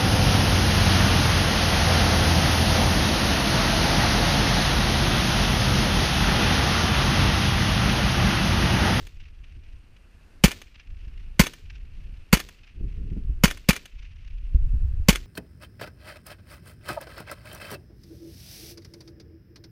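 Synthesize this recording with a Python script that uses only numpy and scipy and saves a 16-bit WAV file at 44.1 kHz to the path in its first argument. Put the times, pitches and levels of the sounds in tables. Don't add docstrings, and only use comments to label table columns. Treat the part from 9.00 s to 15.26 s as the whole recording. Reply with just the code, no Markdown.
import sys
import numpy as np
from scipy import signal
from scipy.fft import rfft, irfft, next_fast_len
from scipy.io import wavfile
from scipy.ndimage import uniform_filter1d

SR = 44100
rng = np.random.default_rng(int(sys.argv[2]) if len(sys.argv) > 2 else 0)


def pcm_store(signal):
    levels = np.round(np.clip(np.atleast_2d(signal), -1, 1) * 32767)
    wavfile.write(sys.argv[1], SR, levels.astype(np.int16).T)


N = 276066
T = np.arange(N) / SR

# shot time in seconds, thump trim in dB,
# gas trim in dB, delay until the bolt shuts in seconds, bolt trim in dB.
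SHOTS = [(-.108, -0.5, 1.5, 0.098, -1.5), (1.438, 3, 2.5, 0.078, 4), (2.394, 1.5, 2, 0.074, 5.5),
         (3.3278, 0, 0.5, 0.073, 5), (4.436, -1, 0.5, .075, 5), (4.687, -4.5, -2.5, 0.077, 2.5),
         (6.0847, 0, 1, 0.073, 6)]
# frequency in Hz, relative density in dB per Hz.
SCRUB_COLOUR = [(300, -19), (900, -6), (1500, 2.5), (2700, 11.5), (3600, 0.5), (6000, -5.5), (8000, -26),
                (15000, -45)]


def undb(db):
    return 10 ** (np.asarray(db) / 20)


def noise(gain):
    size = next_fast_len(N, True)
    spectrum = rfft(rng.standard_normal(size))
    hz = np.linspace(1, SR / 2, size // 2 + 1)
    shaped = irfft(spectrum * gain(hz), size)[:N]
    return shaped / shaped.std()


def coloured(points):
    hz, db = np.transpose(points)
    return noise(lambda f: undb(np.interp(np.log(f), np.log(hz), db)))


def ring(x, modes):
    out = 0
    for hz, width, db in modes:
        b, a = signal.iirpeak(hz, hz / width, fs=SR)
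        out = out + undb(db) * signal.lfilter(b, a, x)
    return out


def burst(start, rise, fade, shape=1):
    out = np.zeros(N)
    live = slice(*np.searchsorted(T, [start, start + 10 * fade]))
    age = T[live] - start
    out[live] = (1 - np.exp(-age / rise)) * np.exp(-(age / fade) ** shape)
    return out


def swing(start, hz, db, rise, fade, shape=1):
    out = burst(start, rise, fade, shape)
    live = out > 0
    out[live] *= undb(db) * np.sin(2 * np.pi * hz * (T[live] - start))
    return out


def thump():
    out = 0
    for s, db, *_ in SHOTS:
        punch = swing(s + 0.0026, hz=182.0, db=6.0, rise=0.0023, fade=0.0072, shape=1.9)
        suction = swing(s + 0.0036, hz=45, db=-9.5, rise=0.0015, fade=0.021, shape=2.0)
        hollow = swing(s + 0.00053, hz=501, db=-7.5, rise=0.0039, fade=0.007, shape=5.8)
        reflection = swing(s + 0.043, hz=270, db=-17.5, rise=0.00061, fade=0.0017)
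        out = out + undb(db) * (punch - suction + hollow + reflection)
    return out


def gas():
    # frequency in Hz, relative density in dB per Hz.
    gas_colour = [(100, -21), (300, -15.5), (420, -10), (550, -4.5), (700, -10.5), (1050, -5), (1500, -7.5),
                  (2200, 2.5), (3000, -1), (3700, -8), (4600, -6.5), (6800, -3), (8200, -12.5),
                  (15000, -9.5)]
    # frequency in Hz, relative density in dB per Hz.
    field_colour = [(100, 9), (400, 3), (800, -12), (2500, -4), (4500, -5), (7500, -12.5), (10000, -22),
                    (15000, -18.5)]
    # frequency in Hz, width in Hz, gain in dB.
    can_modes = [(912, 79, 1.5), (1023, 130, 0), (1350, 150, -3.5), (1410, 98, -3.5), (2161, 76, 2),
                 (2560, 26, -3), (2980, 140, -1), (4600, 190, 3)]
    jet = spit = grass = 0
    for s, _, db, *_ in SHOTS:
        jet = jet + undb(db) * burst(s + 0.00022, rise=0.002, fade=0.0092, shape=1.9)
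        spit = spit + undb(db) * burst(s + 0.0049, rise=.001, fade=0.018)
        grass = grass + undb(db) * burst(s + 0.012, rise=.005, fade=0.071)
    crackle = undb(2 * coloured([(300, -36), (900, 4.5), (2500, -1.5), (6000, -44.5)]))
    flow = undb(-8) * jet + undb(-23.5) * spit
    rush = flow * crackle * coloured(gas_colour)
    tufts = undb(2 * coloured([(1, 0), (150, -2.5), (500, -47.5)]))
    scatter = grass * tufts * coloured(field_colour)
    return rush + undb(1.0) * ring(rush, can_modes) + undb(-38.0) * scatter


def action():
    # delay from the shot in seconds,
    # relative level in dB, fade in seconds.
    cycle = [(-.009, -54.5, 0.0069), (-.0015, -32, .003), (.0087, -15, .004), (0.0192, -15.5, .005),
             (.043, -26.5, 0.0096)]
    # start in seconds, relative level in dB.
    resets = [(0.069, -40), (1.6168, -38), (2.535, -37), (3.488, -36.5), (4.5726, -37.5), (4.856, -36)]
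    # frequency in Hz, relative density in dB per Hz.
    clack_colour = [(60, -21), (400, 1), (700, -3.5), (1200, 0), (2500, 3.5), (4000, -5), (7000, -11.5),
                    (10000, -10.5), (15000, -16)]
    # frequency in Hz, width in Hz, gain in dB.
    steel_modes = [(1610, 23, -7.5), (1777, 42, -1.5), (2130, 30, -8.5), (2360, 48, -0.5),
                   (2920, 100, -5.5), (3390, 60, -0.5), (4350, 200, -12), (5300, 100, -5.5),
                   (6300, 130, 3.5), (6560, 190, 0), (9300, 420, -7.5)]
    hits, slide = [], 0
    for s, _, _, shut, db in SHOTS:
        hits += [(s + delay, hit_db, fade) for delay, hit_db, fade in cycle]
        hits.append((s + shut, db - 25.5, .0035))
        hits.append((s + shut + 0.0089, db - 43.5, .006))
        slide = slide + undb(-25.5) * burst(s + 0.016, rise=0.0044, fade=0.013)
        slide = slide + undb(db - 31) * burst(s + shut - .009, rise=0.003, fade=0.0078)
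    for s, db in resets:
        hits.append((s, db, .0035))
        hits.append((s + 0.0034, db - 6, .0035))
    blows, strikes = np.zeros(N), np.zeros(N)
    for s, db, fade in hits:
        if 0 <= s < T[-1]:
            blows += undb(db) * burst(s, rise=0.0001, fade=fade)
            strikes[int(s * SR)] += undb(db + 16.0)
    chatter = undb(2 * coloured([(100, -14.0), (500, 4), (1500, -41.0)]))
    contact = blows * chatter * coloured(clack_colour)
    scrape = slide * chatter * coloured(clack_colour)
    ringing = ring(strikes + contact + undb(2) * scrape, steel_modes)
    return undb(-3.5) * contact + undb(-4.5) * scrape + undb(0.5) * ringing


def echoes():
    # delay in seconds, relative level in dB, fade in seconds.
    belt_rows = [(.304, -55.5, 0.012), (.333, -62.5, .014), (.357, -53.5, .0097), (.543, -68, 0.16),
                 (.605, -80, 0.037), (.74, -69.5, 0.2)]
    returns = 0
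    for s, _, gas_db, *_ in SHOTS:
        belts = sum(undb(db) * burst(s + delay, rise=0.002, fade=fade) for delay, db, fade in belt_rows)
        wash = undb(-68) * burst(s + .08, rise=.05, fade=0.57, shape=3)
        returns = returns + undb(gas_db) * (belts + wash)
    bushes = undb(3.7 * coloured([(1, -15.5), (30, 22.5), (120, 2.0), (400, -50)]))
    return returns * bushes * coloured(SCRUB_COLOUR)


def gust(start, length):
    attack_s, release_s = 0.064, 0.076
    build = np.clip((T - start) / attack_s + 1, 0, 1) ** 2
    decay = np.exp(-np.maximum(T - start - length, 0) / release_s)
    return build * decay


def wind():
    # time of full strength in seconds, hold in seconds, rumble level in dB,
    # flutter in dB relative to the rumble.
    gust_rows = [(0.026, 0.72, -42.5, -23), (1.884, 0.44, -37.5, -24.5), (2.653, 0.51, -38.5, -20),
                 (3.78, 0.41, -30.5, -12), (4.25, 0.21, -28.5, -22.5), (4.942, .4, -40.5, -31),
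                 (5.348, 0.3, -29.5, -28.5), (5.55, .34, -21.5, -31.5), (5.981, 0.025, -22.5, -37),
                 (6.15, 0.081, -36.5, -23.5)]
    # frequency in Hz, relative density in dB per Hz.
    rumble_colour = [(10, -6), (25, 5.5), (40, 4.5), (60, -3.5), (90, -10), (130, -24.5), (200, -41),
                     (400, -63.5), (1000, -82)]
    # frequency in Hz, relative density in dB per Hz.
    flutter_colour = [(40, -0.5), (110, 12), (170, 5), (260, -3.5), (420, -8.5), (650, -32.5),
                      (1200, -45.5), (4000, -68.5)]
    calm_db, calm_flutter_db = -51.5, -15.5
    surge_db, surge_hz = 2.5, 7
    rumble_power = undb(calm_db) ** 2
    flutter_power = undb(calm_db + calm_flutter_db) ** 2
    for s, length, db, chop_db in gust_rows:
        force = undb(db) * gust(s, length)
        rumble_power = rumble_power + force ** 2
        flutter_power = flutter_power + (undb(chop_db) * force) ** 2
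    surge = undb(surge_db * noise(lambda f: (f / surge_hz) ** 2 * np.exp(-(f / surge_hz) ** 2)))
    eddies = coloured(rumble_colour)
    eddies /= np.sqrt(uniform_filter1d(eddies ** 2, size=2000))
    choppiness = undb(2.5 * coloured([(1, -1.5), (25, 4.5), (80, -70.5)]))
    flutter = coloured(flutter_colour) * choppiness
    return surge * (np.sqrt(rumble_power) * eddies + np.sqrt(flutter_power) * flutter)


def air():
    # frequency in Hz, relative density in dB per Hz.
    hiss_colour = [(200, 0.5), (500, -9), (950, -14), (1600, -11), (2700, -19), (3500, -21.5), (4500, -20),
                   (7500, -29), (12000, -31), (15000, -39)]
    waver = undb(1.0 * coloured([(1, 8.5), (5, -4.5), (20, -54), (60, -100)]))
    hiss = waver * coloured(hiss_colour)
    flicker = undb(2 * coloured([(1, 4), (12, 1.5), (40, -60.0)]))
    shrill = noise(lambda f: 1 / (1 + ((f - 2640) / 330) ** 2)) * flicker
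    whine = noise(lambda f: np.exp(-((f - 8629) / 70) ** 2))
    sink_db = -7 * sum(burst(s, rise=.02, fade=.7, shape=1.9) for s, *_ in SHOTS)
    return undb(sink_db) * (undb(-61.0) * hiss + undb(-86) * whine) + undb(-71.5) * shrill


def knocking():
    first_s, every_s = .016, .1025
    out = 0
    for s in np.arange(first_s, T[-1], every_s):
        thud = swing(s, hz=72, db=-46.5, rise=.0018, fade=0.019)
        tap = swing(s + .004, hz=210, db=-46, rise=0.0014, fade=0.0026)
        out = out + thud + tap
    return out


def buffets():
    # start in seconds, thud level in dB, puff level in dB.
    buffet_rows = [(0.567, -26.5, -50), (2.071, -20.5, -46), (3.126, -27, -52), (3.805, -24, -31.5),
                   (4.115, -20, -29), (4.165, -22, -24.5), (4.295, -13, -39), (5.547, -3, -31.5),
                   (5.738, -10.5, -35.5), (6.0, -12.5, -48)]
    thuds = sum(swing(s, hz=55.5, db=db, rise=0.0025, fade=0.014) for s, db, _ in buffet_rows)
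    puffs = sum(undb(db) * burst(s, rise=0.0035, fade=.013, shape=0.93) for s, _, db in buffet_rows)
    breath = coloured([(80, -17), (180, 7.0), (380, -8.0), (600, -33.5), (1100, -46), (4000, -67)])
    return thuds + puffs * breath


def ticks():
    # start in seconds, relative level in dB.
    tick_rows = [(.964, -43.5), (2.049, -49), (2.175, -40.5)]
    taps = sum(undb(db) * burst(s, rise=0.0025, fade=0.0048) for s, db in tick_rows)
    return taps * undb(-4.0) * coloured(SCRUB_COLOUR)


def scene():
    rifle = thump() + gas() + action()
    weather = wind() + air() + buffets()
    return (rifle + echoes() + weather + knocking() + ticks())[None]


def record(dry):
    ceiling, top_hz = 0.6, 15250
    squashed = dry / (1 + np.abs(dry / ceiling) ** 5) ** (1 / 5)
    low_pass = signal.ellip(8, .1, 50, top_hz, fs=SR, output="sos")
    return signal.sosfiltfilt(low_pass, squashed)


dry = scene()
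out = record(dry)
pcm_store(out)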